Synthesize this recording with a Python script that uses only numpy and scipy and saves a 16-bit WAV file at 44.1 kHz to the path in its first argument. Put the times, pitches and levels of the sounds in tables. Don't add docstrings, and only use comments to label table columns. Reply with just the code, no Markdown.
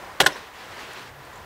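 import sys
import numpy as np
from scipy import signal
from scipy.fft import rfft, irfft, next_fast_len
from scipy.io import wavfile
from scipy.ndimage import uniform_filter1d, map_coordinates

SR = 44100
rng = np.random.default_rng(int(sys.argv[2]) if len(sys.argv) > 2 else 0)


def log_audio(samples):
    frames = np.atleast_2d(samples).T
    limited = np.clip(frames, -1, 1)
    pcm = np.round(limited * 32767).astype(np.int16)
    wavfile.write(sys.argv[1], SR, pcm)


def level_to_linear(level):
    exponent = np.asarray(level, float) / 20
    return 10 ** exponent


N = 63945


def unit(x):
    return x / np.sqrt(np.mean(x ** 2) + 1e-20)


def along(points, hz):
    f, v = np.transpose(points)
    return np.interp(np.log(hz + 1), np.log(f + 1), v)


def curves(rows):
    s, *cols = np.transpose(rows)
    return [np.interp(np.arange(N) / SR, s, c) for c in cols]


def wobble(rate_hz):
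    knots = rng.standard_normal(int(N * rate_hz / SR) + 4)
    return map_coordinates(knots, [np.arange(N) * rate_hz / SR])


def filtered(x, response):
    m = next_fast_len(N + SR // 2)
    return irfft(rfft(x, m) * response(np.fft.rfftfreq(m, 1 / SR)), m)[..., :N]


def dulled(x, top_hz):
    return filtered(x, lambda hz: 1 / (1 + 1j * hz / top_hz))


def coloured(x, spectrum):
    return unit(filtered(x, lambda hz: level_to_linear(along(spectrum, hz))))


def resonance(hz, width_hz):
    return lambda f: 1j * f * width_hz / (hz ** 2 - f * f + 1j * f * width_hz)


def patchy(spectrum, patchy_db):
    z = signal.stft(rng.standard_normal(N), nperseg=512)[2]
    field = uniform_filter1d(rng.standard_normal(z.shape), 6, 0)
    field = uniform_filter1d(field, 10, 1)
    x = signal.istft(z * level_to_linear(patchy_db * unit(field)), nperseg=512)[1][:N]
    return coloured(x, spectrum)


def ringing(mode_hz, modes):
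    t = np.arange(SR // 4) / SR
    out = np.zeros(len(t))
    for k, (hz, (db, t60_s)) in enumerate(zip(mode_hz, modes)):
        out += (-1) ** k * level_to_linear(db - 60 * t / t60_s) * np.sin(2 * np.pi * hz * t)
    return out


def bursts(times_s, levels_db, t60_s):
    t, out = np.arange(SR // 16) / SR, np.zeros(N + SR)
    rise_s = min(0.0006, t60_s / 20)
    envelope = level_to_linear(-60 * t / t60_s) * (1 - np.exp(-t / rise_s))
    for s, db, noise in zip(times_s, levels_db, rng.standard_normal((len(times_s), len(t)))):
        push = noise * envelope
        out[round(s * SR):][:len(t)] += level_to_linear(db) * push / np.linalg.norm(push)
    return out[:N]


def smalls(rows, spread):
    t, out = np.arange(SR // 6) / SR, np.zeros(N + SR)
    for (s, db, hz, t60_s), near in zip(rows, rng.standard_normal((len(rows), 3))):
        detune = 1 + spread * near[:, None] * [[0], [1], [1]]
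        ring = np.sin(2 * np.pi * hz * detune * t).sum(0)
        rise = 1 - np.exp(-t * hz / 1.67)
        out[round(s * SR):][:len(t)] += level_to_linear(db - 60 * t / t60_s) * rise * ring
    return out[:N]


def struck(s, levels_db, response):
    pushes = np.bincount(np.round(s * SR).astype(int), level_to_linear(levels_db), N)
    return signal.fftconvolve(pushes, response)[:N]


def concrete_crack(s, crack_db):
    # hz, level_db
    crack_spectrum = [(250, -32), (550, 7), (1000, -24), (1550, -3), (2430, -10), (3500, -7), (4300, -12.5),
                      (6000, -14), (12300, -18.5), (16200, -29.5)]
    dull = dulled(bursts(s, crack_db + 15.5, t60_s=0.018), top_hz=7760)
    snap = bursts(s, 1.6 * crack_db + 18, t60_s=0.0034)
    grid_hz = np.linspace(0, SR / 2, 65)
    gain = level_to_linear(2 * along(crack_spectrum, grid_hz))
    colour = signal.minimum_phase(signal.firwin2(255, np.linspace(0, 1, 65), gain))
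    return signal.fftconvolve(dull + snap, colour / np.linalg.norm(colour))[:N]


def landing(contacts, metal_hz, metal):
    deck_hz = [295, 385, 528, 605, 745, 812]
    # level_db, t60_s
    deck = [(-17, 0.22), (5.5, 0.025), (9.5, 0.019), (5, 0.032), (-2.5, 0.027), (-3.5, 0.02)]
    s, metal_db, deck_db, crack_db = np.transpose(contacts)
    ring = struck(s, metal_db - 3.0, ringing(metal_hz, metal))
    thud = struck(s, deck_db - 9.0, ringing(deck_hz, deck))
    return np.array([ring, thud + concrete_crack(s, crack_db)])


def rear_landing():
    # start_s, metal_db, deck_db, crack_db
    rear_contacts = [(.2003, -28, -51, -24.5), (.2017, -29, -44, -26), (.2028, -3.5, -22.5, -10.5),
                     (.2049, -14, -18.5, -7), (.2076, -15.5, -16, -9.5), (.2095, -13, -22, -17),
                     (.2115, -14.5, -10.5, -14.5), (.2140, -16, -29, -14), (.2160, -28, -14, -13),
                     (.2215, -27, -30, -18), (.2250, -24, -31, -27.5), (.2285, -52, -26.5, -52),
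                     (.2340, -51, -21.5, -29), (.2380, -51, -26, -45), (.2415, -26, -16.5, -42)]
    rear_hz = [1427, 1779, 2043, 3009, 3305, 3582, 4050, 5150, 6030, 8300]
    # level_db, t60_s
    rear_metal = [(-1.5, 0.038), (-9, 0.03), (-3, 0.01), (-3, 0.014), (-6, 0.033), (-9, 0.018),
                  (-8.5, 0.033), (-24, 0.011), (-23, 0.007), (-19, 0.024)]
    return landing(rear_contacts, rear_hz, rear_metal)


def front_landing():
    # start_s, metal_db, deck_db, crack_db
    front_contacts = [(.2608, -34, -55, -21), (.2624, -2.5, -16, -23), (.2652, -43, -27, -16),
                      (.2662, -44, -32, -8.5), (.2690, -23, -39, -25), (.2725, -31, -39, -17.5),
                      (.2755, -41, -23.5, -22), (.2785, -43, -22, -32), (.2825, -48, -28, -25),
                      (.288, -29, -38, -32), (.295, -40, -41, -34), (.301, -42, -45, -42),
                      (.3205, -47, -28, -35), (.3585, -38, -35, -42), (.365, -34, -34, -52)]
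    front_hz = [1052, 1453, 1660, 1800, 2955, 3295, 4145, 4441, 5464, 6008, 8043]
    # level_db, t60_s
    front_metal = [(-11.5, 0.071), (-2.5, 0.061), (8, 0.012), (4.5, 0.0087), (-11.5, 0.033), (-15, 0.031),
                   (-12.5, 0.041), (-15, 0.043), (-17, 0.033), (-14, 0.026), (-14, 0.038)]
    return landing(front_contacts, front_hz, front_metal)


def deck_flex():
    # start_s, level_db, pitch_hz, t60_s
    flex = [
        (.203, -22.5, 381, 0.072),
        (.2085, -19, 528, 0.029),
        (.2095, -22, 807, 0.035),
        (.2150, -34, 725, 0.017),
        (.2160, -29, 412, .018),
        (.240, -37, 520, 0.026),
        (.262, -20.5, 789, 0.036),
        (.263, -27, 450, 0.053),
    ]
    return smalls(flex, spread=0.01)


def park(x):
    # delay_s, level_db
    echoes = [
        (0.026, -32),
        (.031, -30),
        (.038, -32),
        (.057, -32),
        (0.098, -38),
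    ]
    # hz, t60_s
    yard = [(200, 0.74), (1000, 0.42), (5000, 0.61), (12000, 0.31)]
    delay_s, echo_db = np.transpose(echoes)
    early = 3 * dulled(bursts(delay_s, echo_db, t60_s=0.016), top_hz=1740)
    hz, t, z = signal.stft(rng.standard_normal(SR // 2), SR, nperseg=256)
    decay = level_to_linear(-60 * t / along(yard, hz)[:, None])
    tail = signal.istft(z * decay, SR, nperseg=256)[1]
    tail = np.pad(tail, (500, N))[:N]
    return signal.fftconvolve(x, early + level_to_linear(-22.5) * tail / np.linalg.norm(tail))[:N]


def wheels():
    # start_s, load_db
    roll = [(0, -61), (.2, -64), (.29, -41), (.4, -42.5), (.52, -49.5), (.6, -42), (.68, -44), (.74, -44),
            (.8, -39), (.85, -40.5), (.91, -41), (.96, -40), (1.02, -42.5), (1.06, -44.5), (1.075, -45),
            (1.12, -56), (1.25, -52), (1.45, -56.5)]
    # hz, level_db
    tyre = [(120, -51), (200, -10.5), (387, -8), (509, -2), (548, -19), (722, -4.5), (1840, -4),
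            (3830, -10.5), (16000, -34.5)]
    grit_per_s, grit_db, grit_spread_db = 900, -9, 3
    load_db, = curves(roll)
    grains = (rng.random(N) < grit_per_s / SR) * rng.standard_normal(N)
    size_db = grit_spread_db * rng.exponential(size=N).clip(0, 3)
    grit = coloured(grains * level_to_linear(size_db), tyre)
    level = level_to_linear(load_db + 0.4 * wobble(14) + 0.8 * wobble(40))
    return level * unit(patchy(tyre, patchy_db=1) + level_to_linear(grit_db) * grit)


def ticks():
    # start_s, level_db, pitch_hz, t60_s, width_share (of pitch)
    tick_rows = [(.232, -39, 7950, 0.043, 0.14), (0.237, -43, 8400, 0.023, 0.073),
                 (0.234, -35, 4430, 0.11, 0.69), (0.25, -37.5, 7540, 0.06, 0.36),
                 (.046, -51.5, 5060, .03, .03), (.111, -53, 5000, 0.024, 0.037),
                 (0.328, -39.5, 5370, 0.049, 0.13), (.336, -48, 5300, .04, 0.12),
                 (0.346, -43, 5560, .04, .08), (0.2, -32, 4500, .01, .6), (.2135, -31, 3200, 0.011, 0.51),
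                 (0.221, -31, 5540, 0.025, .4), (.2655, -25, 4000, 0.0039, .5),
                 (.2685, -16, 3420, 0.016, 0.93), (0.273, -23, 3530, 0.012, .5),
                 (.283, -36.5, 4560, .04, 0.35), (0.289, -45, 3260, 0.037, 0.22),
                 (0.934, -48, 8100, 0.0049, 0.65), (.996, -52, 6500, .005, 0.41),
                 (1.062, -68, 11700, .008, .2), (1.249, -54.5, 8450, 0.042, 0.33),
                 (1.33, -55, 6950, 0.09, 0.2), (1.356, -53, 7100, 0.056, 0.28),
                 (1.376, -54.5, 7000, .025, .25)]
    out = np.zeros(N)
    for s, db, hz, t60_s, share in tick_rows:
        puff = bursts([s], [db + 28.5 - 10 * np.log10(share)], t60_s)
        band = resonance(hz, hz * share)
        out += filtered(puff, lambda f: band(f) ** 2)
    return out


def knocks():
    # start_s, level_db, pitch_hz, t60_s
    knock_rows = [(.222, -22.5, 151.4, 0.048), (.268, -32, 149, 0.075), (.22, -34, 64, 0.15),
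                  (.233, -28, 1660, 0.081), (.239, -44, 1660, .04), (.229, -32.5, 1054, 0.093),
                  (.287, -34, 978, 0.074), (.291, -35, 1820, 0.036), (.356, -36, 978, .05),
                  (.356, -36, 430, 0.033), (.385, -53, 997, 0.058), (.69, -45.5, 97, 0.13),
                  (.765, -39.5, 940, .04), (.829, -42.5, 343, 0.065), (.833, -41, 804, 0.022),
                  (.885, -36.5, 400, 0.031), (.905, -54, 1380, .08), (.945, -43, 1060, 0.079),
                  (.965, -42.5, 390, 0.068), (1.0, -46, 279, 0.047), (1.055, -35, 307, 0.014),
                  (1.26, -57, 93, 0.068), (1.34, -45, 96.6, 0.12)]
    return smalls(knock_rows, spread=0.038)


def road():
    # start_s, level_db
    passing = [(0, -41.5), (.2, -42), (.5, -45.5), (1.1, -45), (1.45, -45.5)]
    # hz, level_db
    traffic = [(25, -9), (55, -6.5), (130, -11), (250, -12), (600, -7), (1000, -8.5), (1900, -10.5),
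               (2400, -17.5), (5000, -25.5), (16000, -39)]
    hollow = unit(filtered(rng.standard_normal(N), resonance(1000, width_hz=110)))
    level = level_to_linear(curves(passing)[0] + 0.8 * wobble(6.8))
    return level * (patchy(traffic, patchy_db=0.0) + level_to_linear(-8 + 1.1 * wobble(9.9)) * hollow)


def engine_drone():
    # start_s, pitch_hz, level_db
    drone = [
        (0, 140, -81),
        (.9, 130, -59),
        (1.05, 131.2, -54.5),
        (1.17, 142, -48),
        (1.26, 133.5, -57.5),
        (1.45, 130.6, -59),
    ]
    hz, db = curves(drone)
    level = level_to_linear(db + 0.5 + 1.2 * wobble(11.5))
    phase = 2 * np.pi * np.cumsum(hz * (1 + 0.022 * wobble(23.9))) / SR
    return level * np.sin(phase)


def free_wheel():
    # start_s, level_db
    whine = [
        (0, -52),
        (.13, -53),
        (.19, -60),
        (.3, -80),
        (1.45, -80),
    ]
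    whine_hz, width_hz = 772, 14
    drift = np.sqrt(2 * np.pi * width_hz / SR) * rng.standard_normal(N)
    phase = np.cumsum(2 * np.pi * whine_hz / SR + drift)
    return level_to_linear(curves(whine)[0]) * unit(np.sin(phase))


def lorry():
    # start_s, level_db
    nearing = [
        (0, -64),
        (.6, -62),
        (.92, -62),
        (1.0, -54),
        (1.45, -54),
    ]
    # hz, level_db
    rumble = [(25, -22), (55, -1.5), (130, -5.5), (200, -18), (400, -41)]
    return level_to_linear(curves(nearing)[0] + wobble(11.9)) * patchy(rumble, patchy_db=3.0)


def microphone_hiss():
    # hz, level_db
    hiss_spectrum = [(2000, -1), (8000, -17), (13000, 3.5), (15500, 5)]
    return level_to_linear(-60.5) * patchy(hiss_spectrum, patchy_db=1.0)


def scene():
    ring, blow = rear_landing() + front_landing()
    echo = park(level_to_linear(-13) * ring + blow)
    rolling = wheels()
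    background = road() + engine_drone() + free_wheel() + lorry() + microphone_hiss()
    steady = filtered(rolling + background, lambda hz: hz < 15700)
    return (ring + blow + echo + steady + ticks() + knocks() + deck_flex())[None]


def low_pass(x):
    return signal.sosfilt(signal.butter(12, 16640, fs=SR, output="sos"), x)


def record(dry):
    low_cut_hz, ceiling, top_hz = 30, 1.05, 16500
    x = filtered(dry, lambda hz: (1j * hz / (low_cut_hz + 1j * hz)) ** 2)
    x = x / (1 + np.abs(x / ceiling) ** 4) ** 0.25
    mix = filtered(x, lambda hz: hz < top_hz)
    return low_pass(mix)


dry = scene()
out = record(dry)
log_audio(out)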